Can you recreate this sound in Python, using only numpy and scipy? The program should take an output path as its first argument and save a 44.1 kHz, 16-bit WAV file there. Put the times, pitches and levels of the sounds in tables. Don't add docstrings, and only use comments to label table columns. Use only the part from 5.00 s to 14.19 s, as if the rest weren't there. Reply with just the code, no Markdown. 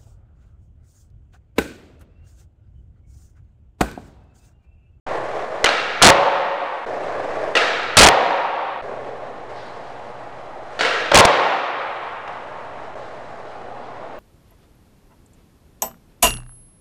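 import sys
import numpy as np
from scipy import signal
from scipy.fft import rfft
from scipy.io import wavfile
from scipy.ndimage import uniform_filter1d

SR = 44100
rng = np.random.default_rng(int(sys.argv[2]) if len(sys.argv) > 2 else 0)


def natural_amplitude(level_db):
    exponent = np.asarray(level_db, float) / 20
    return 10 ** exponent


def dump_mix(stems):
    frames = np.atleast_2d(stems).T
    limited = np.clip(frames, -1, 1)
    pcm = np.round(limited * 32767).astype(np.int16)
    wavfile.write(sys.argv[1], SR, pcm)


N = 405279

VIEW_STARTS = [.0635, 1.856, 3.817, 7.95]
# freq_hz, level_db (per Hz)
LIGHT_COLOUR = [(59, -61.5), (100, -29.5), (391, -6), (461, -1), (1200, -12), (1330, -5.5), (3990, -16.5),
                (13000, -44)]
# freq_hz, level_db (per Hz)
HEAVY_COLOUR = [(35, -68.5), (60, -44.5), (207, -16.5), (259, -22), (310, -12.5), (416, -10.5), (544, -2.5),
                (609, -6.5), (798, -2), (1570, -14), (3600, -24), (13000, -60.5)]
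# pitch_hz, level_db, t60_s (time to fade by 60 dB)
DECK_TONES = [(71, -8.5, 0.1), (165, -5.5, 0.068), (560, 1.5, .2), (707, -1, 0.22), (892, -4, .16),
              (1111, -5.5, 0.15), (1400, -14, 0.026), (1847, -9.5, 0.11)]
# pitch_hz, width_hz, level_db (not used)
FREE_DECK_TONES = [(483, 22, 0), (688, 74, 0), (1263, 130, -2), (1645, 67, -1), (1903, 58, -1),
                   (2280, 73, -3), (2770, 91, -7), (3780, 67, -12)]
# freq_hz, t60_s
HALL_FADE = [(100, 0.53), (250, 2.07), (600, 2.06), (1200, 2.82), (2500, 2.45), (5000, 1.55), (10000, 0.88)]
# freq_hz, level_db (per Hz)
WHEEL_COLOUR = [(59, -50), (100, -18), (125, -13), (200, -31.5), (408, -6.5), (565, 1), (959, -13.5),
                (1110, -8), (1280, -18), (1700, -14.5), (2880, -29), (8650, -43.5), (13000, -51)]
# freq_hz, level_db (per Hz)
AIR_COLOUR = [(12, -31.5), (20, -10), (32, -22), (119, -14), (179, -16), (551, -10), (615, -3), (725, -5),
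              (855, -6.5), (928, -10), (1120, -12.5), (1950, -21.5), (3460, -31.5), (8790, -51),
              (14000, -61)]
# freq_hz, level_db (rms)
BUZZ_COLOUR = [(120, -55.5), (240, -75.5), (360, -58.5), (1000, -56.5), (2200, -72.5), (5000, -90.5),
               (9000, -97.5)]
# start_s, peak_db, pitch_hz, t60_s
POPS = [(.642, 2, 2020, 0.046), (.659, -3, 2970, 0.016), (.665, -3.5, 2390, 0.037),
        (.690, -2.5, 4100, 0.018), (2.552, -2, 1928, 0.085), (2.566, -4, 2815, 0.059),
        (2.573, -5, 2617, 0.074), (2.615, -12, 1730, .05), (2.832, -21, 6000, 0.0098),
        (5.791, -11.5, 4460, 0.16), (5.808, -4.5, 7050, 0.12), (5.832, -11, 1624, 0.11),
        (5.849, -7, 2190, 0.09), (6.057, -24.5, 6840, .01)]
# start_s, peak_db, pitch_hz, t60_s
LANDINGS = [(1.0165, -2.5, 1400, 0.073), (1.022, 9.5, 720, .065), (1.045, 8, 550, 0.074),
            (1.062, 6.5, 905, 0.21), (1.08, 2.5, 720, 0.068), (1.098, 7.5, 550, 0.085),
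            (1.116, 0, 560, 0.28), (2.969, 9.5, 942, 0.097), (2.986, 9, 778, 0.13), (3.015, 9.5, 778, 0.16),
            (3.036, 7, 530, .08), (3.06, 4.5, 940, .07), (3.085, 6.5, 778, 0.027), (6.116, -1, 613, 0.037),
            (6.134, -7, 592, 0.1), (6.141, 2.5, 570, .12), (6.153, 6, 800, 0.12), (6.172, 4, 1067, 0.14),
            (6.19, 2.5, 899.6, 0.089), (6.250, 6.5, 800, .025)]
# start_s, peak_db, pitch_hz
KNOCKS = [(.393, -27, 614), (2.081, -27, 597), (4.045, -29, 466), (7.277, -19.5, 910)]
# start_s, end_s, start_level_db, end_level_db, brightness_db (per octave)
RUNS = [(.07, 0.628, -30, -29, 0.23), (1.15, 1.85, -40, -35, 2.2), (1.87, 2.545, -28, -28, -0.27),
        (3.1, 3.81, -38.5, -45, -0.4), (3.83, 4.498, -31.5, -38.5, -1), (4.5, 5.635, -36.5, -44, 1.1),
        (5.64, 5.783, -45, -36, 2), (6.3, 6.8, -27, -48, 1.3), (6.8, 7.898, -37.5, -44, 1.5),
        (7.96, 8.616, -37.5, -42, 1), (8.62, 9.165, -40, -39, -1)]
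# start_s, level_db, length_s
SCUFFS = [(4.532, -49.5, 0.28), (4.822, -58, 0.16), (5.645, -62, 0.2), (7.981, -57, .2), (8.447, -58, 0.16),
          (8.798, -58.5, 0.23)]
HALL_LEVELS = {"pop": [0.5, 2.64, 4.5], "landing": [2.5, 1.28, 4], "knock": [-3.5, -5, 5.5]}
WEIGHT_SHARES = {"pop": [.12, 0.095, .04], "landing": [.92, .88, 0.7], "knock": [1, .98, 1]}
VIEW_GAINS = [4.9, .2, 0, 0]
# first_s, steps (count), apart_s, step_db
GAIN_DROPS = [
    (.2, 2, .25, -2.1),
    (1.05, 4, .026, -2.5),
    (2.52, 1, 0, -2.3),
    (3.02, 4, .027, -2.35),
    (6.17, 3, .043, -2.),
]
# first_s, steps (count)
GAIN_CLIMBS = [(1.6, 1), (2.03, 2), (3.55, 1), (6.78, 5)]


def evened(x):
    return x / np.sqrt(np.mean(x ** 2) + 1e-20)


def read(points, hz):
    f, value = np.transpose(points)
    return np.interp(np.log(hz + 1), np.log(f + 1), value)


def view_end(s):
    return min(edge for edge in VIEW_STARTS + [N / SR] if edge > s)


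def add(mix, s, sound):
    part = mix[round(s * SR):round(view_end(s) * SR)][:len(sound)]
    part += sound[:len(part)]


def hiss(count, level_db, patchy_db=0., size=512):
    frames = count * 4 // size + 5
    hz = np.fft.rfftfreq(size, 1 / SR)[:, None]
    t = np.arange(frames) * size / 4 / SR
    a, b, patches = rng.standard_normal((frames, size // 2 + 1, 3)).T
    patches = uniform_filter1d(patches, size=6, axis=0)
    patches = evened(uniform_filter1d(patches, size=16, axis=1))
    z = (a + 1j * b) * natural_amplitude(level_db(hz, t) + patchy_db * patches)
    return signal.istft(z, nperseg=size, noverlap=size * 3 // 4)[1][:count]


def lamp_buzz():
    buzz_hz = 119.95
    order = np.arange(1, 76)
    uneven_db = 7.2 * rng.standard_normal(len(order)) * (order > 1)
    size = natural_amplitude(read(BUZZ_COLOUR, order * buzz_hz) + uneven_db)
    cycle = np.linspace(0, 1, 1025)
    turns = order * cycle[:, None] + rng.random(len(order))
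    wave = (np.sqrt(2) * size * np.sin(2 * np.pi * turns)).sum(1)
    return np.interp(np.arange(N) * buzz_hz / SR % 1, cycle, wave)


def air():
    colour = lambda hz, t: read(AIR_COLOUR, hz) + 0 * t
    wash = evened(hiss(N, colour, patchy_db=1.5, size=2048))
    return natural_amplitude(-37.5) * wash + lamp_buzz()


def roll(start, end, db_in, db_out, tilt_db):
    t = np.arange(start, end + .02, 1 / SR)
    colour = lambda hz, u: read(WHEEL_COLOUR, hz) + tilt_db * np.log2(hz / 700 + .2) + 0 * u
    flutter = evened(uniform_filter1d(rng.standard_normal(len(t)), size=500))
    level = natural_amplitude(np.interp(t, [start, end], [db_in, db_out]) + 1.2 * flutter)
    level = level * signal.windows.tukey(len(t), 400 / len(t))
    return max(start - .01, VIEW_STARTS[0]), level * evened(hiss(len(t), colour, patchy_db=0.7))


def causal(level_db):
    log = np.log(natural_amplitude(np.maximum(level_db, -100)))
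    whole = np.r_[log, log[-2:0:-1]]
    return np.fft.ifft(np.exp(whole - 1j * signal.hilbert(whole).imag)).real[:len(log)]


def hall(colour_db, rise, count):
    fading = lambda hz, t: colour_db[:, None] - 60 * t / read(HALL_FADE, hz)
    tail = hiss(count, fading, patchy_db=1.3, size=2048)
    t = np.arange(len(tail)) / SR
    walls = 1. * (rng.random(len(t)) < 8. / SR)
    slaps = signal.oaconvolve(walls, np.hanning(400), "same")
    build_up = 1 - np.exp(-np.maximum(t - .006, 0) / rise)
    tail = tail * build_up * (1 + .5 * slaps + .8 * np.exp(-t / 0.054))
    return tail / np.linalg.norm(tail)


def direct_blow(db, hz, t60, weight, colour_db, deck):
    count = len(deck)
    t = np.arange(count) / SR
    rattle = rng.standard_normal(count) * natural_amplitude(-60 * t / t60) * np.minimum(t / 0.00048, 1)
    spot = natural_amplitude(-60 * t / t60 / .8) * np.sin(2 * np.pi * hz * t) * np.minimum(t / 0.0011, 1)
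    spot = signal.fftconvolve(spot, rattle * natural_amplitude(-60 * t / .006))[:count]
    sound = evened(signal.fftconvolve(rattle, causal(colour_db))[:count])
    sound = sound + .4 * weight * evened(signal.fftconvolve(rattle, deck)[:count])
    sound = sound + .85 * evened(spot) / (1 + (hz / 3800) ** 4)
    return natural_amplitude(db) * sound / abs(sound).max()


def hall_colour(hz, weight, colour_db, deck, bins):
    ringing = abs(rfft(deck[:2048] * np.hanning(4096)[2048:]))
    ringing = evened(ringing) + 1.1 * evened(1 / (22. ** 2 + (bins - hz) ** 2))
    heard = evened(natural_amplitude(colour_db)) + 0.89 * weight ** 2 * evened(ringing)
    free = sum(1 / (1 + (2 * (bins - f) / width) ** 2) for f, width, _ in FREE_DECK_TONES)
    return 20 * np.log10(heard * (1 + 0.85 * (1 - weight) * free))


def hit(s, db, hz, t60, weight, hall_db):
    t = np.arange(SR // 4) / SR
    bins = np.fft.rfftfreq(2048, 1 / SR)
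    colour_db = weight * read(HEAVY_COLOUR, bins) + (1 - weight) * read(LIGHT_COLOUR, bins)
    colour_db = colour_db + 1.5 * np.log2(bins / 700 + 0.034)
    deck = sum(natural_amplitude(-60 * t / ring + d) * np.sin(2 * np.pi * f * t) for f, d, ring in DECK_TONES)
    sound = direct_blow(db, hz, t60, weight, colour_db, deck)
    heard_db = hall_colour(hz, weight, colour_db, deck, bins)
    half_seconds = min(np.ceil(2 * (view_end(s) - s)), 2 + 2 * round(weight))
    tail = hall(heard_db, 0.005 + 0.11 * t60, int(half_seconds) * SR // 2)
    tail = tail * natural_amplitude(hall_db) * np.linalg.norm(sound)
    return s, tail + np.pad(sound, (0, len(tail) - len(t)))


def scuff(s, db, length):
    centre_hz, width_octaves, rise = 3640, 0.49, 0.22
    u = np.arange(0, 3 * length, 1 / SR) / length / rise
    band = lambda hz, t: -6 * (np.log2(hz / centre_hz + .01) / width_octaves) ** 2 + 0 * t
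    swell = u / (1 + u ** 2) * 2 * np.hanning(2 * len(u))[len(u):]
    return s, natural_amplitude(db) * swell * evened(hiss(len(u), band, patchy_db=1.4))


def scene():
    mix = air()
    for row in RUNS:
        add(mix, *roll(*row))
    for row in SCUFFS:
        add(mix, *scuff(*row))
    knocks = [tuple(row) + (0.043,) for row in KNOCKS]
    for kind, rows in [("pop", POPS), ("landing", LANDINGS), ("knock", knocks)]:
        for row in rows:
            view = np.searchsorted(VIEW_STARTS, row[0]) - 1
            add(mix, *hit(*row, WEIGHT_SHARES[kind][view], HALL_LEVELS[kind][view]))
    return mix[None]


def preamp(t):
    climb_db, climb_s = 1.4, .245
    view = np.maximum(np.searchsorted(VIEW_STARTS, t, "right") - 1, 0)
    db = np.take(VIEW_GAINS, view)
    climbs = [(s, steps, climb_s, climb_db) for s, steps in GAIN_CLIMBS]
    for s, steps, apart, step_db in GAIN_DROPS + climbs:
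        same_view = view == np.searchsorted(VIEW_STARTS, s) - 1
        steps_done = np.searchsorted(s + apart * np.arange(steps), t, "right")
        db = db + same_view * step_db * steps_done
    return uniform_filter1d(natural_amplitude(db), size=400)


def converter(sound, gain):
    rest_offset, unit_offset, full_scale = -.0096, .0095, 1
    offset = rest_offset + gain * (unit_offset - rest_offset)
    half = signal.resample_poly(sound * gain + offset, 1, 2)
    half = half + natural_amplitude(-66.5) * rng.standard_normal(len(half))
    half = (half + full_scale) % (2 * full_scale) - full_scale
    full = np.interp(np.arange(N) / 2, np.arange(len(half)), half)
    return signal.sosfilt(signal.butter(4, 10300, fs=SR, output="sos"), full)


def roll_off(x):
    return signal.sosfilt(signal.butter(12, 15710, fs=SR, output="sos"), x)


def record(dry):
    t = np.arange(N) / SR
    full = converter(dry[0], preamp(t))
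    gap = np.min([abs(t - edge) for edge in VIEW_STARTS], axis=0)
    full = full * np.clip(gap / 0.0048, 0, 1) * (t > VIEW_STARTS[0])
    return roll_off(np.clip(full, -1, 1)[None])


dry = scene()
out = record(dry)
dump_mix(out)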